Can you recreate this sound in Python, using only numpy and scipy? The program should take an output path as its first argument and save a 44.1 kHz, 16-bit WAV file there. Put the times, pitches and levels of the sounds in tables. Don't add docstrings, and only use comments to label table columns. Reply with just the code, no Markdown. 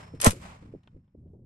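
import sys
import numpy as np
from scipy import signal
from scipy.fft import rfft, irfft
from scipy.io import wavfile
from scipy.ndimage import uniform_filter1d, map_coordinates

SR = 44100
rng = np.random.default_rng(int(sys.argv[2]) if len(sys.argv) > 2 else 0)


def store_wav(level_fs):
    pcm = np.round(np.clip(np.atleast_2d(level_fs), -1, 1) * 32767)
    wavfile.write(sys.argv[1], SR, pcm.T.astype(np.int16))


N = 63945

# time_s, level_db
GUSTS = [(0, -52), (.1, -51.5), (0.149, -43.5), (0.199, -48.5), (.35, -46), (.47, -47.5), (0.581, -54),
         (0.651, -49), (.76, -48.5), (.82, -64), (0.912, -57), (0.962, -52), (1.04, -61.5), (1.12, -69),
         (1.18, -51.5), (1.29, -49), (1.39, -54), (1.45, -52)]
# start_s, level_db, decay_s, tilt_db_per_octave
BUFFET_HITS = [(.138, -35, 0.01, -1.5), (0.328, -41, 0.033, 3), (0.623, -47.5, .012, -0.5),
               (.654, -52, .02, -6.5), (0.7388, -33, 0.0031, 1), (.748, -37, .007, 0),
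               (0.945, -41.5, 0.0071, -8), (0.964, -44.5, .012, -7), (1.148, -43.5, 0.0054, -1),
               (1.181, -50, 0.0076, -10.5), (1.258, -50, 0.0095, 1.5), (1.333, -52, 0.025, 6),
               (1.394, -54, 0.0041, 4), (1.419, -54.5, 0.012, -4.5)]
# frequency_hz, density_db
RUMBLE_SPECTRUM = [(20, -14.5), (50, -7), (85, 1.5), (150, -2.5), (220, -7.5), (320, -23.5), (550, -42),
                   (2000, -71)]
BUFFET_SPECTRUM = [(60, -11), (180, -0.5), (350, 4), (500, -2.5), (700, -18.5), (1000, -35.5), (2000, -70)]
FLUTTER_SPECTRUM = [(100, -11.5), (190, -0.5), (300, -5.5), (450, -11), (700, -25.5), (1100, -40),
                    (2000, -61)]
FLUTTER_DB, GUST_DB, FLUTTER_DB_PER_DB = -57.5, -46.5, 1.4

# delay_s, level_db, rise_s, decay_s, tilt_db_per_octave
REFLECTIONS = [(0.057, -48, .02, .06, 4), (.168, -47, 0.009, .03, -1.5), (.193, -48.5, 0.0185, 0.046, -1),
               (.245, -53, 0.018, 0.093, -2.5), (0.389, -68, 0.0061, .03, -1), (0.599, -76.5, .1, 0.2, -2)]
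# frequency_hz, density_db
LAND_SPECTRUM = [(100, -9), (200, 1.5), (330, -6), (600, 2), (1080, 4), (1550, -1), (2250, -1.5),
                 (3400, -8), (6000, -12.5), (9000, -11.5), (10200, -31), (11300, -20.5)]
AIR_DB_PER_S_KHZ, PATCH_DB, PATCH_S = 0.5, 2, .008
EARLIER_SHOT_S, EARLIER_GAIN_DB, SHOT_S = -0.24, 2, .2655

# start_s, level_db, attack_s, decay_s, tilt_db_per_octave, left_over_right_db
IMPACTS = [(0.147, -60.5, 0.0041, 0.018, -5.5, 1.5), (0.2013, -33.5, .0006, 0.006, -2, 2.5),
           (0.2134, -19, 0.0007, 0.002, 12.5, -1), (0.2158, -23.5, 0.0024, .003, 1.5, -0.5),
           (0.2231, -33, .001, .003, -0.5, -1.5), (.2284, -29.5, .001, 0.0045, -1.5, 5),
           (.236, -29, .002, .009, -3.5, 1.5), (0.2437, -11.5, 0.0018, 0.0031, 8, 1.5),
           (.2490, -26.5, 0.0013, .0025, 2.5, 2), (0.2948, -29, .001, 0.001, -6, 1),
           (0.306, -26, 0.0018, 0.0036, 2, 3), (0.3175, -36.5, 0.00093, .004, -2.5, 3)]
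# frequency_hz, density_db
STEEL_SPECTRUM = [(200, -14), (700, -9), (2300, -2.5), (3900, -5), (5700, -4), (7200, -3), (9000, -0.5),
                  (10600, -3.5), (11500, -3.5), (12500, -27)]
# pitch_hz, level_db
RECEIVER_MODES = [(1933, -8), (2537, -6.5), (3548, -11.5), (4721, -9.5), (5700, -10.5), (6341, -2.5),
                  (7666, -5.5), (8222, -1.5), (8690, 2.5), (9600, -6.5), (11200, -0.5)]
RECEIVER_DB, RECEIVER_T60_S = -9, .07
# start_s, level_db
AFTER_RINGS = [(-.28, -56.5), (0.2456, -87.5)]
RING_HZ, RING_T60_S, CONTACT_ATTACK_S = 5360, 1.7, 0.00042

# frequency_hz, density_db
ROAR_SPECTRUM = [(150, -21), (330, -12.5), (480, 5), (620, -2), (800, -3), (1050, -2), (1500, -8),
                 (1950, -9.5), (2700, -15), (4000, -23), (9000, -37)]
CRACK_SPECTRUM = [(1500, -21.5), (3000, -1), (4300, -3.5), (6400, 2), (7300, -4), (8400, 6), (10000, -7),
                  (11400, 3.5), (12300, -19.5)]
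ROAR_DB, CRACK_DB, SHOCKS_PER_S, SHOCK_SCATTER_DB = -12, -16.5, 5000, 1
# pitch_hz, level_db
BARK_MODES = [(714, -25.5), (1038, -17.5), (1194, -27.5), (1344, -29), (1933, -26.5)]
# pitch_hz, level_db, decay_s
THUMP_MODES = [(456.2, -12.5, 0.0032), (221.4, -4.5, .007), (183.7, -24, .022), (90, -8, 0.0091)]
THUMP_LAG_CYCLES = 0.84
PUSH_LAG_S, PUSH_S, PUSH_DB, PUSH_CUTOFF_HZ = .0075, .0095, -12.5, 86

# start_s, level_db, decay_s, tilt_db_per_octave
CASE_TICKS = [(.833, -68, 0.0058, 3), (0.8742, -49.5, .003, -5), (1.077, -71, 0.0073, -10.5),
              (1.276, -79.5, .004, -6)]
# frequency_hz, density_db
TICK_SPECTRUM = [(250, -8), (450, -6), (900, 4.5), (2000, -1.5), (3500, 4.5), (5000, -12.5), (12000, -28)]
# pitch_hz, level_db
BRASS_MODES = [(880, 4.5), (1470, 0), (1850, -8), (2420, -7.5), (3050, -3), (3600, -8)]
CASE_RING_DB, CASE_DECAY_S = -13, 0.0089

MUZZLE_LAG_S, ACTION_LAG_S, LAND_LAG_S = .0004, .000048, .00041
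HISS_DB, MONO_BELOW_HZ, TOP_HZ = -108, 260, 11950


def undb(db):
    return 10 ** (np.asarray(db) / 20)


def unit(x):
    return x / np.sqrt(np.mean(x ** 2))


def since(start):
    return np.arange(N) / SR - start


def colour(x, spectrum, tilt_db=0):
    hz, db = np.array(spectrum, float).T
    size = 2 ** 16
    octave = np.log2(np.maximum(np.fft.rfftfreq(size, 1 / SR), 1))
    gain = undb(np.interp(octave, np.log2(hz), db + tilt_db * np.log2(hz / hz[0])))
    return unit(irfft(rfft(x, size) * gain)[..., :N])


def pair(mid_side, correlation):
    mid, side = mid_side
    return np.sqrt((1 + correlation) / 2) * mid + np.sqrt((1 - correlation) / 2) * side * [[1], [-1]]


def noise(correlation):
    return pair(rng.standard_normal((2, N)), correlation)


def pan(db):
    return undb(np.array([[db], [-db]]) / 2)


def delay_left(x, lag_s):
    return np.array([map_coordinates(x[0], [since(lag_s) * SR], mode="nearest"), x[1]])


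def steady(x, window_s):
    span = int(window_s * SR)
    power = uniform_filter1d(uniform_filter1d(x ** 2, span), span // 2)
    return x / np.sqrt(power + 1e-9)


def strike(start, attack_s, decay_s):
    t = since(start)
    onset = np.sin(np.pi / 2 * np.clip(t / attack_s, 0, 1)) ** 2
    return onset * np.exp(-np.maximum(t - attack_s, 0) / decay_s)


def swell(peak, rise_s, decay_s):
    t = since(peak)
    return np.exp(np.minimum(t / rise_s, -t / decay_s))


def burst(source, envelope, spectrum, tilt_db=0):
    return colour(source * envelope, spectrum, tilt_db) * np.sqrt(np.mean(envelope ** 2))


def modal_sum(modes, t, channels):
    return sum(undb(db) * np.sin(2 * np.pi * (hz * t + rng.random((channels, 1)))) for hz, db in modes)


def wind():
    gust_db = np.interp(since(0), *np.array(GUSTS).T)
    rumble = steady(colour(rng.standard_normal(N), RUMBLE_SPECTRUM), window_s=0.042) * undb(gust_db)
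    eddies = noise(correlation=0.691)
    buffets = 0
    for start, db, decay, tilt in BUFFET_HITS:
        envelope = strike(start, attack_s=0.00071, decay_s=decay)
        buffets += undb(db) * burst(eddies, envelope, BUFFET_SPECTRUM, tilt)
    flutter_db = FLUTTER_DB + FLUTTER_DB_PER_DB * (gust_db - GUST_DB)
    flutter = colour(noise(correlation=.8), FLUTTER_SPECTRUM) * undb(flutter_db)
    return rumble + flutter + buffets


def echo(shot_s):
    patches = undb(PATCH_DB * unit(uniform_filter1d(rng.standard_normal(N), int(PATCH_S * SR))))
    scatter = delay_left(noise(correlation=0.28), LAND_LAG_S) * patches
    returns = sum(undb(db) * swell(shot_s + delay, rise, decay) * colour(scatter, LAND_SPECTRUM, tilt)
                  for delay, db, rise, decay, tilt in REFLECTIONS)
    hz, times, bins = signal.stft(returns, SR, nperseg=256)
    travel_s = np.clip(times - shot_s, 0, 1)
    air = undb(-AIR_DB_PER_S_KHZ * np.outer(hz / 1000, travel_s))
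    return signal.istft(bins * air, SR)[1][:, :N] * (since(shot_s) > 0)


def after_ring():
    decay_s = RING_T60_S / np.log(1000)
    envelope = sum(undb(db) * strike(start, CONTACT_ATTACK_S, decay_s) for start, db in AFTER_RINGS)
    return envelope * np.sin(2 * np.pi * RING_HZ * since(0))


def action():
    contact = delay_left(noise(correlation=0.41), ACTION_LAG_S)
    blows = sum(burst(contact, strike(start, attack, decay), STEEL_SPECTRUM, tilt) * undb(db) * pan(side)
                for start, db, attack, decay, tilt, side in IMPACTS)
    t = since(0)[:N // 4]
    impulse_response = modal_sum(RECEIVER_MODES, t, channels=2) * undb(-60 * t / RECEIVER_T60_S)
    ringing = unit(signal.fftconvolve(blows, impulse_response, axes=1)[:, :N])
    return blows + ringing * blows.std() * undb(RECEIVER_DB)


def shocks(correlation):
    arrivals = rng.random((2, N)) < SHOCKS_PER_S / SR
    fronts = arrivals * undb(SHOCK_SCATTER_DB * rng.standard_normal((2, N)))
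    return pair(fronts.mean() - fronts, correlation)


def muzzle_blast():
    flow = swell(SHOT_S, rise_s=0.011, decay_s=0.011)
    bark = modal_sum(BARK_MODES, since(SHOT_S), channels=2) * flow
    roar = undb(ROAR_DB) * burst(shocks(correlation=0.67), flow, ROAR_SPECTRUM)
    surge = swell(SHOT_S, rise_s=0.0049, decay_s=0.013)
    crack = undb(CRACK_DB) * burst(shocks(correlation=.2), surge, CRACK_SPECTRUM)
    return delay_left(roar + bark, MUZZLE_LAG_S) * pan(db=-1) + crack


def thump():
    pressure = 0
    for hz, db, decay in THUMP_MODES:
        start = SHOT_S + THUMP_LAG_CYCLES / hz
        envelope = strike(start, attack_s=0.00049, decay_s=decay)
        pressure += undb(db) * envelope * np.sin(2 * np.pi * hz * since(start))
    return pressure


def gas_push():
    age = since(SHOT_S + PUSH_LAG_S) / PUSH_S
    wave = (age > 0) * (1 - age) * np.exp(-abs(age))
    return undb(PUSH_DB) * signal.sosfilt(signal.butter(2, PUSH_CUTOFF_HZ, fs=SR, output="sos"), wave)


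def spent_case():
    contact = noise(correlation=0.7)
    brass = unit(modal_sum(BRASS_MODES, since(0), channels=1))
    sound = 0
    for start, db, decay, tilt in CASE_TICKS:
        tick = burst(contact, strike(start, CONTACT_ATTACK_S, decay), TICK_SPECTRUM, tilt)
        ring = undb(CASE_RING_DB) * brass * strike(start, CONTACT_ATTACK_S, CASE_DECAY_S)
        sound += undb(db) * (tick + ring)
    return sound


def scene():
    echoes = echo(SHOT_S) + undb(EARLIER_GAIN_DB) * echo(EARLIER_SHOT_S)
    gun = after_ring() + action() + muzzle_blast() + thump() + gas_push()
    return echoes + gun + wind() + spent_case() + undb(HISS_DB) * noise(correlation=.5)


def record(dry):
    left, right = np.tanh(dry)
    high_pass = signal.butter(2, MONO_BELOW_HZ, "high", fs=SR, output="sos")
    side = signal.sosfiltfilt(high_pass, (left - right) / 2)
    stereo = (left + right) / 2 + side * [[1], [-1]]
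    return signal.sosfilt(signal.ellip(8, .2, 70, TOP_HZ, fs=SR, output="sos"), stereo)


dry = scene()
out = record(dry)
store_wav(out)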